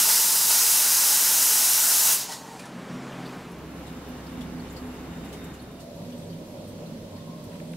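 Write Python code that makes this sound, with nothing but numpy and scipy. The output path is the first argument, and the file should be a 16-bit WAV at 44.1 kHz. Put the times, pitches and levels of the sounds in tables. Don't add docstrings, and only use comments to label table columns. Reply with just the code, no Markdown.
import sys
import numpy as np
from scipy import signal
from scipy.fft import rfft, irfft, next_fast_len
from scipy.io import wavfile
from scipy.ndimage import uniform_filter1d, map_coordinates

SR = 44100
rng = np.random.default_rng(int(sys.argv[2]) if len(sys.argv) > 2 else 0)


def generate_wav(sig):
    pcm = np.round(np.clip(np.atleast_2d(sig).T, -1, 1) * 32767).astype(np.int16)
    wavfile.write(sys.argv[1], SR, pcm)


def field_ratio(decibels):
    return 10 ** (np.asarray(decibels, dtype=float) / 20)


N = 342216
T = np.arange(N) / SR


def unit(x):
    return x / np.sqrt(np.mean(x ** 2) + 1e-20)


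def along(points, hz):
    f, v = np.transpose(points)
    return np.interp(np.log(hz + 1), np.log(f + 1), v)


def laid(x, start_s):
    start = round(start_s * SR)
    out = np.zeros(x.shape[:-1] + (N,))
    out[..., start:][..., :x.shape[-1]] = x[..., :N - start]
    return out


def wobble(rate):
    coarse = np.arange(0, N + 64, 64)
    knots = rng.standard_normal(int(N * rate / SR) + 40)
    return np.interp(np.arange(N), coarse, map_coordinates(knots, [coarse * rate / SR]))


def swelling(rest_db, swells):
    t = np.arange(0, N + 64, 64) / SR
    bumps = sum(field_ratio(db) ** 2 * np.exp(-(2.4 * (t - s) / length) ** 2) for s, length, db in swells)
    return np.interp(T, t, np.sqrt(field_ratio(rest_db) ** 2 + bumps))


def filtered(x, response):
    m = next_fast_len(x.shape[-1] + 8192)
    return irfft(rfft(x, m) * response(np.fft.rfftfreq(m, 1 / SR)), m)[..., :x.shape[-1]]


def resonant(modes, hz):
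    return np.sqrt(sum(field_ratio(db) ** 2 / w / (1 + (2 * (hz - c) / w) ** 2) ** 2 for c, w, db in modes))


def patchy(patchy_db, size, channels=1):
    z = signal.stft(rng.standard_normal((channels, size)), nperseg=512)[2]
    field = uniform_filter1d(rng.standard_normal(z.shape[1:]), size=6, axis=0)
    field = uniform_filter1d(field, size=10, axis=1)
    return signal.istft(z * field_ratio(patchy_db * unit(field)), nperseg=512)[1][:, :size]


def jet_band(spectrum, patchy_db, walls):
    t = np.arange(SR // 8) / SR
    walls_answer_late = np.clip(t / 0.012 - 1, 0, 1)
    echo = rng.standard_normal(len(t)) * field_ratio(-60 * t / 0.13) * walls_answer_late
    echo /= np.linalg.norm(echo)

    def response(hz):
        comb = 1 + walls * rfft(echo, 2 * len(hz) - 2)
        no_bass = hz ** 3 / (hz ** 3 + 220 ** 3)
        return field_ratio(along(spectrum, hz)) * no_bass * comb

    return laid(unit(filtered(patchy(patchy_db, size=4 * SR)[0], response)), 0)


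EVENING = 0.65


def singing(mode, alike):
    hz, width_hz, db = mode
    m = next_fast_len(N)
    bins = np.fft.rfftfreq(m, 1 / SR)
    near = np.abs(bins - hz) < 10 * width_hz
    spectrum = np.zeros((2, len(bins)), complex)
    draws = rng.standard_normal((2, len(bins), 2))[:, near] @ [1, 1j]
    spectrum[:, near] = draws * resonant([(hz, width_hz, 0)], bins[near])
    pair = unit(irfft(spectrum, m)[:, :N])
    beat = int(np.clip(SR / width_hz / 4, SR // 200, SR // 30))
    strength = np.sqrt(np.abs(uniform_filter1d(pair ** 2, size=beat, axis=1)) + 0.05)
    shared, apart = pair / strength ** EVENING
    turn = np.arccos(np.clip(along(alike, hz), -1, 1)) / 2
    return field_ratio(db) * unit(np.cos(turn) * shared + np.sin(turn) * apart * [[1], [-1]])


DUCK_DB, RECOVER_FROM_S, RECOVER_S = 10.5, 2.075, 0.84


def recovering():
    return -DUCK_DB * np.clip(1 - (T - RECOVER_FROM_S) / RECOVER_S, 0, 1)


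# [t/s, jump level/dB, sag time/s]
SURGES = [
    (0.0, 3, 0.088),
    (.085, 2, 0.14),
    (.485, 1.5, 0.041),
    (.5, 1.5, 3),
    (.7, -0.2, 0.072),
    (1.899, 0.5, 0.089),
    (2.05, 1, 0.1),
]
# [t/s, level/dB]
VALVE = [
    (2.135, -1.5),
    (2.178, -10),
    (2.218, -12),
    (2.278, -21.5),
    (2.33, -18.5),
    (2.43, -33),
    (2.6, -33),
    (2.74, -38),
]
SURGE_RISE_S = 0.0063


def steam():
    press_db = 0
    for s, db, sag_s in SURGES:
        rise = np.clip((T - s) / SURGE_RISE_S + (s == 0), 0, 1)
        press_db = press_db + db * rise * np.exp(-np.abs(T - s) / sag_s)
    flow_db = np.interp(T, *np.transpose(VALVE))
    flutter_db = 0.17 * wobble(15.0) + 0.2 * wobble(24.17)
    flowing = np.clip((2.66 - T) / 0.18, 0, 1)
    jet = wand_roar(press_db, flow_db, flutter_db) + tray_wash(press_db, flow_db, flutter_db)
    jet += wet_lip(press_db, flow_db) + tray_pool(flow_db)
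    hiss = nozzle_hiss(press_db, flow_db, flutter_db, flowing)
    return hiss + np.sqrt(flowing) * jet + kitchen_air()


# [f/Hz, level/dB per Hz]
NOZZLE = [(2350, -26.5), (4000, -11), (4560, -11), (4900, -6), (5100, -4), (5600, -3.5), (6100, -2.5),
          (6850, -3.5), (11700, -3.5), (13200, -4.5), (15500, -8.5)]
# [f/Hz, level/dB per Hz]
DRIBBLE = [(2350, -23.5), (4000, -13), (7250, -12), (10800, -19.5), (11700, -20.5), (14000, -25),
           (15500, -27)]
HISS_DB, AIR_DB = -18.5, -56


def nozzle_hiss(press_db, flow_db, flutter_db, flowing):
    strong = np.clip((flow_db + 21.0) / 14, 0, 1)
    hiss = np.sqrt(strong) * jet_band(NOZZLE, 0.37, walls=0.35)
    hiss += np.sqrt(1 - strong) * jet_band(DRIBBLE, 1.5, walls=0.11)
    jet_gain = flowing ** 0.22 * field_ratio(HISS_DB + press_db + flow_db)
    return hiss * np.hypot(jet_gain, field_ratio(AIR_DB + recovering())) * field_ratio(flutter_db)


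# [f/Hz, level/dB per Hz]
WAND = [(240, -15), (380, -15.5), (440, -6.5), (516, -15), (650, -5), (780, -6.5), (890, 0.5), (1000, -5.5),
        (1076, -2), (1125, -13.5), (1200, -8), (1500, -22), (1950, -19), (3300, -120)]
ROAR_DB, ROAR_SWINGS, ROAR_FALLS = -41, 1.84, 0.49


def wand_roar(press_db, flow_db, flutter_db):
    level_db = ROAR_DB + ROAR_SWINGS * press_db + ROAR_FALLS * flow_db + 0.24 * flutter_db
    return field_ratio(level_db) * jet_band(WAND, 0.93, walls=0.39)


# [f/Hz, level/dB per Hz]
TRAY = [(740, -33), (1200, -5), (1460, -1), (1720, -5.5), (1980, -2.5), (2100, -6), (2280, -4), (2520, -6),
        (2670, -0.5), (2840, -1.5), (3010, -1.5), (3360, -5.5), (3950, -4), (4600, -3.5), (5980, -26),
        (10100, -120)]
WASH_DB, WASH_SWINGS, WASH_FALLS = -34.5, 1.92, 0.76


def tray_wash(press_db, flow_db, flutter_db):
    level_db = WASH_DB + WASH_SWINGS * press_db + WASH_FALLS * flow_db + 0.2 * flutter_db
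    return field_ratio(level_db) * jet_band(TRAY, 0.75, walls=0.42)


# [f/Hz, level/dB per Hz]
LIP = [(3000, -38), (3700, -9), (4090, -5), (4500, -12), (4780, -6), (4930, 2), (5080, -8), (5800, -40)]
LIP_DB, LIP_SWINGS, LIP_DRIES_DB_PER_S = -34.5, 1.6, 5


def wet_lip(press_db, flow_db):
    level_db = LIP_DB + LIP_SWINGS * press_db + flow_db - LIP_DRIES_DB_PER_S * T
    return field_ratio(level_db) * jet_band(LIP, 1.1, walls=0.38)


# [f/Hz, level/dB per Hz]
POOL = [(1000, -35), (1300, -4), (1500, 0), (1900, -7), (2300, -35)]
POOL_SWELL = -60, [(.95, .3, -46), (1.25, 0.59, -43), (1.8, 0.66, -46)]


def tray_pool(flow_db):
    return swelling(*POOL_SWELL) * field_ratio(WASH_FALLS * flow_db) * jet_band(POOL, 1.1, walls=0.35)


# [f/Hz, level/dB per Hz]
KITCHEN = [(260, -30), (450, -14), (608, 2.5), (658, -1.5), (776, -1), (839, -2.5), (1090, -3),
           (2590, -11.5), (4600, -19.5), (5980, -27), (10100, -120)]
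# [f/Hz, level/dB per Hz]
TOP_AIR = [(6000, -30), (9000, -3), (12000, 0), (15500, -6)]
TOP_AIR_SWELL = -90, [(3.4, .35, -66)]
KITCHEN_DB = -43.5


def kitchen_air():
    kitchen = field_ratio(KITCHEN_DB + recovering()) * jet_band(KITCHEN, 0.65, walls=0.07)
    return kitchen + swelling(*TOP_AIR_SWELL) * jet_band(TOP_AIR, 1.2, walls=0.05)


# [f/Hz, width/Hz, level/dB]
WAND_RING = [(796, 110, -3.5), (910, 80, -3), (450, 34, -5)]
RING = -52, [(2.316, .06, -43), (2.54, 0.13, -45)]
# [f/Hz, width/Hz, level/dB]
OVERTONE_MODE = (1920, 95, 0)
OVERTONE = -70, [(2.33, .07, -46.5), (2.49, 0.053, -54)]


def wand_ring():
    noise = rng.standard_normal(N)
    tube = unit(filtered(noise, lambda hz: resonant(WAND_RING, hz))) * field_ratio(1.2 * wobble(39.9))
    overtone = swelling(*OVERTONE) * singing(OVERTONE_MODE, [(100, 0.86)])[0]
    gate = np.clip((T - 2.26) / 0.035, 0, 1) * np.clip((2.58 - T) / 0.017, 0, 1)
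    return (swelling(*RING) * tube + overtone) * gate


# [t/s, peak level/dB, low part level/dB, t60/s, ring f/Hz]
SPITS = [
    (2.317, -20, -10, 0.14, 1500),
    (2.4566, -38.5, -4, 0.13, 1500),
    (2.592, -29.5, 0.5, 0.22, 2460),
    (2.593, -35, 8, 0.08, 1820),
    (2.637, -38, 12, 0.091, 1750),
    (2.652, -31.5, 4, 0.2, 1300),
    (2.69, -40, 8, .08, 1400),
    (2.785, -40, 8, 0.08, 1100),
]


def spits():
    out, t = np.zeros(N + SR), np.arange(SR // 3) / SR
    puff = [(1500, -23), (3000, -4), (10000, -7), (14000, -24)]  # (Hz, dB per Hz)
    for s, db, low_db, t60, ring_hz in SPITS:
        high, low = rng.standard_normal((2, len(t)))
        high = unit(filtered(high, lambda hz: field_ratio(along(puff, hz))))
        low = unit(filtered(low, lambda hz: resonant([(900, 310, -3), (ring_hz, 200, 3)], hz)))
        shape = field_ratio(db - 16.0 - 60 * t / t60) * (1 - np.exp(-t / 0.0015))
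        out[round(s * SR):][:len(t)] += shape * (high + field_ratio(low_db) * low)
    return out[:N]


def struck(rows, shape):
    out, t = np.zeros(N + SR), np.arange(SR // 10) / SR
    for s, db, *pitch in rows:
        out[round(s * SR):][:len(t)] += field_ratio(db) * shape(t, *pitch)
    return out[:N]


# [t/s, peak level/dB, f/Hz]
THUDS = [(5.977, -36, 557), (5.995, -38, 573), (6.032, -38, 541), (6.136, -38, 528), (6.193, -34, 581),
         (6.243, -37, 576), (6.263, -35, 576), (6.303, -41, 533), (6.41, -37, 592), (6.565, -30, 603),
         (6.625, -34, 560), (6.651, -36, 533), (6.7, -38, 476), (6.908, -40, 584), (7.123, -38, 576),
         (7.238, -39, 595), (7.324, -40, 528), (7.406, -40, 530), (7.447, -40, 571), (7.492, -40, 581),
         (7.562, -38, 624), (7.611, -35, 592), (7.678, -39, 603), (7.7, -39, 581)]
THUD_RISE_S, THUD_T60_S = 0.003, 0.066


def thuds():
    def bump(t, hz):
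        wander = 2.1 * np.cumsum(rng.standard_normal(len(t))) / 30
        shape = field_ratio(-60 * t / THUD_T60_S) * (1 - np.exp(-t / THUD_RISE_S))
        return np.sin(2 * np.pi * hz * t + wander) * shape
    return field_ratio(-5) * struck(THUDS, bump)


# [t/s, peak level/dB, first f/Hz, last f/Hz]
SNAPS = [
    (7.6005, -48, 2400, 1000),
    (7.7345, -40, 3600, 1850),
    (7.738, -45, 1900, 1400),
    (5.328, -50, 5000, 2500),
    (4.41, -51, 5900, 2800),
]
SNAP_S = 0.0035


def snaps():
    def snap(t, first_hz, last_hz):
        hz = last_hz + (first_hz - last_hz) * np.exp(-2 * t / SNAP_S)
        shape = np.exp(-(t / SNAP_S) ** 2) * (1 - np.exp(-t / 0.0004))
        return np.sin(2 * np.pi * np.cumsum(hz) / SR) * shape
    return struck(SNAPS, snap)


def ticks(rows, width_hz, hiss_from_hz, rise_s):
    def hiss_band(hz):
        return 1 / (1 + (hiss_from_hz / (hz + 1)) ** 6) / (1 + (hz / 13000) ** 4)

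    out, t = np.zeros((2, N + SR)), np.arange(SR // 8) / SR
    for s, db, ring_hz, wide_db, t60 in rows:
        ring, wide = rng.standard_normal((2, 2, len(t)))
        ring = unit(filtered(ring, lambda hz: resonant([(ring_hz, width_hz, 0)], hz)))
        wide = unit(filtered(wide, hiss_band))
        shape = field_ratio(-60 * t / t60) * (1 - np.exp(-t / rise_s))
        puff = shape * (field_ratio(db + 1.0) * ring + field_ratio(wide_db + 10.0) * wide)
        out[:, round((s - rise_s / 2) * SR):][:, :len(t)] += puff
    return out[:, :N]


# [t/s, peak level/dB, ring f/Hz, wide hiss level/dB, t60/s]
TICKS = [(3.1228, -43, 3000, -66, 0.064), (3.255, -42, 3750, -66.5, 0.067), (3.8661, -46, 3700, -58, 0.15),
         (4.409, -43, 3460, -53.5, 0.13), (4.7651, -52, 4630, -53, 0.12), (5.2485, -49, 3680, -57, 0.094),
         (5.3273, -45, 3100, -50.5, 0.14), (5.7994, -54, 4060, -55.5, 0.19), (6.123, -44, 3050, -60, 0.08),
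         (6.2994, -48, 4600, -69, 0.096), (7.162, -48, 4500, -62, 0.086), (6.226, -46, 3500, -66, 0.07),
         (6.33, -45, 3100, -62, 0.08), (6.1, -52, 6000, -69, 0.06), (4.655, -45, 2900, -69, 0.078)]
# [t/s, peak level/dB, ring f/Hz, wide hiss level/dB, t60/s]
EXTRA_TICK = [
    (3.26, -47.5, 4650, -66, 0.12),
]
# [t/s, peak level/dB, ring f/Hz, wide hiss level/dB, t60/s]
BRIGHT_TICKS = [(3.5184, -50, 11100, -59, 0.06), (3.875, -49, 8400, -66, 0.07),
                (4.0886, -43, 12500, -59, 0.06), (4.3294, -47, 14200, -63, 0.052),
                (4.6994, -49, 7150, -64.5, 0.13), (5.442, -48, 7000, -69, 0.08),
                (3.325, -56, 8000, -71, 0.085), (5.2894, -47, 7290, -60, 0.066),
                (5.442, -47, 12800, -56, 0.076), (5.541, -46, 6960, -57, 0.084),
                (5.6201, -48, 9880, -61, 0.06), (5.9594, -51, 11600, -62, 0.06),
                (6.1794, -49, 8130, -59, 0.079), (6.6782, -50, 8600, -63, 0.12),
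                (6.645, -53, 10600, -68, .07), (7.177, -55, 8600, -66, .05), (7.44, -53, 12500, -56, 0.078)]
# [t/s, peak level/dB, ring f/Hz, wide hiss level/dB, t60/s]
TOP_TICKS = [
    (4.7247, -47, 13700, -60, 0.08),
    (5.249, -51, 10200, -59, 0.08),
    (5.7194, -56, 11700, -65, 0.08),
    (6.6782, -54, 13500, -64, 0.15),
    (7.27, -56, 13000, -68, .06),
    (7.7194, -49, 9630, -65, 0.08),
    (3.588, -53, 13000, -63, 0.05),
    (3.71, -54, 13500, -66, 0.06),
    (5.29, -54, 15000, -68, 0.05),
]
# [t/s, peak level/dB, ring f/Hz, wide hiss level/dB, t60/s]
CLICKS = [
    (7.529, -41, 1530, -61, 0.033),
    (7.515, -46, 2300, -64, 0.04),
    (7.542, -47, 2900, -64, 0.04),
    (7.5544, -40, 2080, -59, 0.03),
    (7.6005, -34, 2060, -61, 0.02),
    (7.7343, -39, 2600, -58, 0.019),
]
# [t/s, peak level/dB, ring f/Hz, wide hiss level/dB, t60/s]
CHIRPS = [(4.266, -45, 4500, -72, .05), (4.268, -47, 5150, -72, .045), (4.596, -44, 4400, -72, .07),
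          (4.764, -41, 4500, -70, .07), (4.768, -44, 4950, -72, .06), (4.779, -43, 4550, -72, .06),
          (5.595, -44, 4280, -70, .07), (5.79, -45, 2780, -70, .06), (6.86, -53, 4100, -72, .12),
          (7.02, -49, 3500, -66, .05), (7.205, -50, 3600, -72, .08), (7.18, -49, 1900, -66, .06)]


def far_ticks():
    far = ticks(TICKS + EXTRA_TICK, 650, 2300, 0.008)
    far += ticks(BRIGHT_TICKS, 1300, 7000, 0.0079)
    far += ticks(TOP_TICKS, 2200, 9000, 0.009)
    far += field_ratio(-3.0) * ticks(CLICKS, 1600, 6000, 0.00147)
    return far + ticks(CHIRPS, 330, 3000, 0.0054)


def room_noise(colour, modes, alike, lean_db, patchy_db):
    def mid_side(hz):
        turn = np.arccos(np.clip(along(alike, hz), -1, 1)) / 2
        gain = np.hypot(field_ratio(along(colour, hz) - 21), resonant(modes, hz))
        return gain * [np.cos(turn), np.sin(turn)]

    mid, side = filtered(patchy(patchy_db, size=4 * SR, channels=2), mid_side)
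    return np.array([mid + side, mid - side]) * field_ratio([[lean_db / 2], [-lean_db / 2]])


def split(x, low_hz, high_hz, start_s):
    low = filtered(x, lambda hz: 1 / (1 + (hz / low_hz) ** 8))
    high = filtered(x, lambda hz: 1 - 1 / (1 + (hz / high_hz) ** 8))
    return [laid(unit(part), start_s) for part in (low, x - low - high, high)]


# [f/Hz, level/dB per Hz]
HUM_COLOUR = [(15, -55), (25, -14.5), (65, -19), (128, -8), (243, -1.5), (330, -4), (364, -10), (430, -6.5),
              (600, -13), (700, -41), (910, -46), (1540, -120)]
# [f/Hz, width/Hz, level/dB]
HUM_MODES = [(179.3, 3.1, -5.5), (379, 15, -13.5)]
MOTOR = -51.5, [(3.18, 0.36, -46)]
FIRST_MODE = -52, [(2.76, 0.042, -36), (2.95, 0.21, -39.5), (3.3, 0.17, -42)]
FIRST_LOW_MODE = -59, [(2.1, .15, -42), (2.88, 0.19, -41), (3.15, 0.38, -44.5)]
HUM_DB, RUMBLE_DB, MOTOR_HZ = -41, -60.5, 135


def hum():
    room = room_noise(HUM_COLOUR, HUM_MODES, [(100, 0.96)], 0, 0.58)[0]
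    rumble, body, _ = split(room, 98, 3000, 0)
    motor = np.sin(2 * np.pi * np.cumsum(MOTOR_HZ + 0.45 * wobble(3.3)) / SR)
    motor *= field_ratio(3.5 + 1.1 * wobble(7.64)) * swelling(*MOTOR)
    mode = swelling(*FIRST_MODE) * singing((246, 20, -2), [(100, 0.88)])[0]
    mode += swelling(*FIRST_LOW_MODE) * singing((175, 10, -2), [(100, 0.88)])[0]
    return field_ratio(recovering()) * (field_ratio(HUM_DB) * body + field_ratio(RUMBLE_DB) * rumble + motor + mode)


# [f/Hz, level/dB per Hz]
SECOND_COLOUR = [(15, -50), (25, -13), (59, -12.5), (113, -9), (164, -5), (221, -5.5), (253, -3.5),
                 (331, -8.5), (537, -17.5), (614, -19.5), (1110, -24), (3720, -35.5), (4150, -36),
                 (4500, -36.5), (12000, -45), (15500, -47)]
# [f/Hz, width/Hz, level/dB]
SECOND_MODES = [(166, 30, -13), (424, 13, -17), (520, 25, -20), (2850, 120, -30)]
# [f/Hz, left-right likeness/1]
SECOND_ALIKE = [(60, 1.0), (130, 0.99), (290, 0.97), (640, 0.81), (1410, 0.43), (3100, 0.39), (6820, -0.41),
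                (15000, 0.35)]
SECOND_MODE = -64, [(3.92, 0.11, -40), (4.12, 0.097, -37.5), (4.4, 0.16, -38), (4.57, 0.19, -37),
               (4.86, 0.15, -37), (5.03, 0.088, -41.5), (5.17, 0.11, -40), (5.4, .1, -43)]
SECOND_LOW_MODE = -54, [(3.62, .15, -40), (3.85, .3, -45.5), (4.5, 0.4, -42.5), (5.15, 0.18, -40.5),
                   (5.45, .25, -45)]
SECOND_LOW_DB, SECOND_MID_DB, SECOND_AIR_DB = -40, -46.5, -59
DRONE_HZ, DRONE_DB = 66.5, -49


def second_place():
    room = room_noise(SECOND_COLOUR, SECOND_MODES, SECOND_ALIKE, -0.68, 0.84)
    low, mid, air = split(room, 525, 2900, 3)
    tone = field_ratio(SECOND_LOW_DB + 1.1 * wobble(4.97)) * low + field_ratio(SECOND_MID_DB) * mid
    tone += field_ratio(SECOND_AIR_DB + 5.0 + 0.37 * wobble(7.3)) * air
    drone = np.sin(2 * np.pi * np.cumsum(DRONE_HZ + 0.35 * wobble(2.87)) / SR)
    drone *= field_ratio(DRONE_DB + 3.0 + 0.3 * wobble(6))
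    mode = swelling(*SECOND_MODE) * singing((251, 5, -2), SECOND_ALIKE)
    mode += swelling(*SECOND_LOW_MODE) * singing((167, 7, -2), SECOND_ALIKE)
    return tone + mode * field_ratio([[-0.6], [0.6]]) + drone


# [f/Hz, level/dB per Hz]
THIRD_COLOUR = [(15, -46), (25, -13), (59, -19.5), (164, -4.5), (253, -7.5), (399, -14), (582, -9.5),
                (666, -21.5), (945, -26.5), (1140, -34), (1240, -36), (1710, -40.5), (4150, -39.5),
                (11500, -50), (15500, -53)]
# [f/Hz, width/Hz, level/dB]
THIRD_MODES = [(96.4, 9.2, -13), (242, 13, -11), (567, 8.6, -17), (612, 13, -15.5), (716, 4, -24.5)]
# [f/Hz, left-right likeness/1]
THIRD_ALIKE = [(60, 0.98), (130, 1), (290, 0.96), (640, 0.77), (1410, 0.037), (3100, 0.091), (6820, -0.32),
               (15000, 0.29)]
THIRD_MIDDLE = -49, [(5.88, 0.16, -46), (6.01, .06, -47), (6.14, .05, -48), (6.25, .08, -47),
                (6.42, .04, -46), (6.5, .1, -55), (6.61, 0.11, -45), (6.75, .04, -46), (6.83, 0.092, -43.5),
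                (7.14, .05, -45), (7.5, .03, -50), (7.56, 0.027, -49), (7.62, .04, -45), (7.71, 0.087, -48)]
THIRD_MODE = -50.5, [(6.05, 0.15, -43), (6.3, 0.16, -40), (6.88, 0.096, -35), (7.04, 0.09, -43),
              (7.38, 0.13, -41), (7.68, 0.25, -37.5)]
THIRD_HIGH_MODE = -62, [(6.13, .15, -40), (6.45, .2, -46), (6.75, 0.16, -45)]
# [f/Hz, width/Hz, level/dB]
DUCT_MODES = [(670, 51, 4), (953, 53, 6), (1063, 47, 8.5)]
# [t/s, length/s, level/dB]
DUCTS = [
    (-68, [(5.84, 0.28, -51)]),
    (-71, [(6.6, 0.22, -67), (7.15, .05, -61), (7.3, .05, -63), (7.53, .12, -62)]),
    (-79, [(7.17, .16, -66), (7.33, .12, -62.5), (7.4, .1, -68)]),
]
THIRD_LOW_DB, THIRD_AIR_DB = -41.5, -52.5


def third_place():
    room = room_noise(THIRD_COLOUR, THIRD_MODES, THIRD_ALIKE, -1.3, 0.66)
    low, mid, air = split(room, 415, 1070, 4)
    tone = field_ratio(THIRD_LOW_DB) * low + swelling(*THIRD_MIDDLE) * field_ratio(0.6 * wobble(18.0)) * mid
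    tone += field_ratio(THIRD_AIR_DB + wobble(5.3) / 2) * air
    ducts = sum(swelling(*duct) * singing(mode, THIRD_ALIKE) for duct, mode in zip(DUCTS, DUCT_MODES))
    mode = swelling(*THIRD_MODE) * singing((167, 9, -2), THIRD_ALIKE)
    mode += swelling(*THIRD_HIGH_MODE) * singing((243, 9, -2), THIRD_ALIKE)
    return tone + (ducts + mode) * field_ratio([[-0.6], [0.6]])


# [f/Hz, width/Hz, level/dB]
WHINE_MODES = [(3672, 24, 6.5), (7400, 50, 6), (8100, 50, 6), (11450, 720, 7)]
# [t/s, length/s, level/dB]
WHINES = [
    (-87, [(4.1, .6, -73), (4.4, .3, -71), (4.68, .15, -71), (4.95, .4, -72), (5.2, .3, -69), (5.43, 0.2, -64), (5.68, .3, -71), (7.2, .1, -73)]),
    (-90, [(4.05, .5, -77), (4.85, .4, -72), (5.2, .2, -71), (5.45, .2, -74)]),
    (-86, [(5.45, .1, -75), (6.2, .35, -72), (7.65, .35, -69.5)]),
    (-76.5, [(3.8, .5, -77), (4.5, .6, -79), (4.9, .18, -71), (5.45, .2, -71), (6.1, .5, -76), (6.52, 0.12, -70)]),
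]


def whines():
    total = 0
    for whine, mode in zip(WHINES, WHINE_MODES):
        total = total + swelling(*whine) * field_ratio(0.7 * wobble(20.0)) * singing(mode, SECOND_ALIKE)
    return total


# [start t/s, end t/s]
FADES = [
    (3.35, 3.78),
    (5.4, 6.02),
]


def scene():
    into_second, into_third = [np.clip((T - start) / (end - start), 0, 1) for start, end in FADES]
    far = far_ticks()
    first = steam() + wand_ring() + spits() + hum() + np.sqrt(2) * far[0]
    later = (1 - into_third) * second_place() + into_third * third_place()
    later = later + whines() + far + snaps() + thuds()
    return (1 - into_second) * first + into_second * later


def low_pass(x):
    return signal.sosfilt(signal.butter(12, 17050, fs=SR, output="sos"), x)


# [centre t/s, from f/Hz, to f/Hz]
NOISE_FILL = [(0.047, 6830.0, 9020.0), (0.117, 9560.0, 11090.0), (0.326, 8960.0, 10400.0),
              (0.581, 8940.0, 10360.0), (0.581, 12320.0, 13740.0), (0.604, 4260, 5100),
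              (0.628, 4540.0, 5730.0), (0.628, 14400, 15800), (0.86, 11670.0, 13930.0),
              (1.208, 9000.0, 11130.0), (1.324, 6830.0, 8330.0), (1.835, 4180, 5120),
              (1.928, 5080.0, 6960.0), (1.928, 12400.0, 13890.0), (1.998, 5580.0, 6850.0),
              (2.09, 14400, 15800), (2.439, 5620.0, 7000.0), (3.042, 4240.0, 5100.0)]
TOP_HZ = 15740


def record(dry):
    out = filtered(dry, lambda hz: 1 / (1 + np.exp(np.clip((hz - TOP_HZ) / 25, -50, 50))))
    window = np.hanning(2048)
    for s, low_hz, high_hz in NOISE_FILL:
        def band(x):
            return filtered(x, lambda hz: (hz > low_hz) & (hz < high_hz))
        frame = out[:, round(s * SR) - 1024:][:, :2048]
        old = band(frame)
        new = np.std(old) * unit(band(rng.standard_normal(old.shape)))
        frame += new * window - old * (1 - np.sqrt(1 - window ** 2))
    return low_pass(out)


dry = scene()
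out = record(dry)
generate_wav(out)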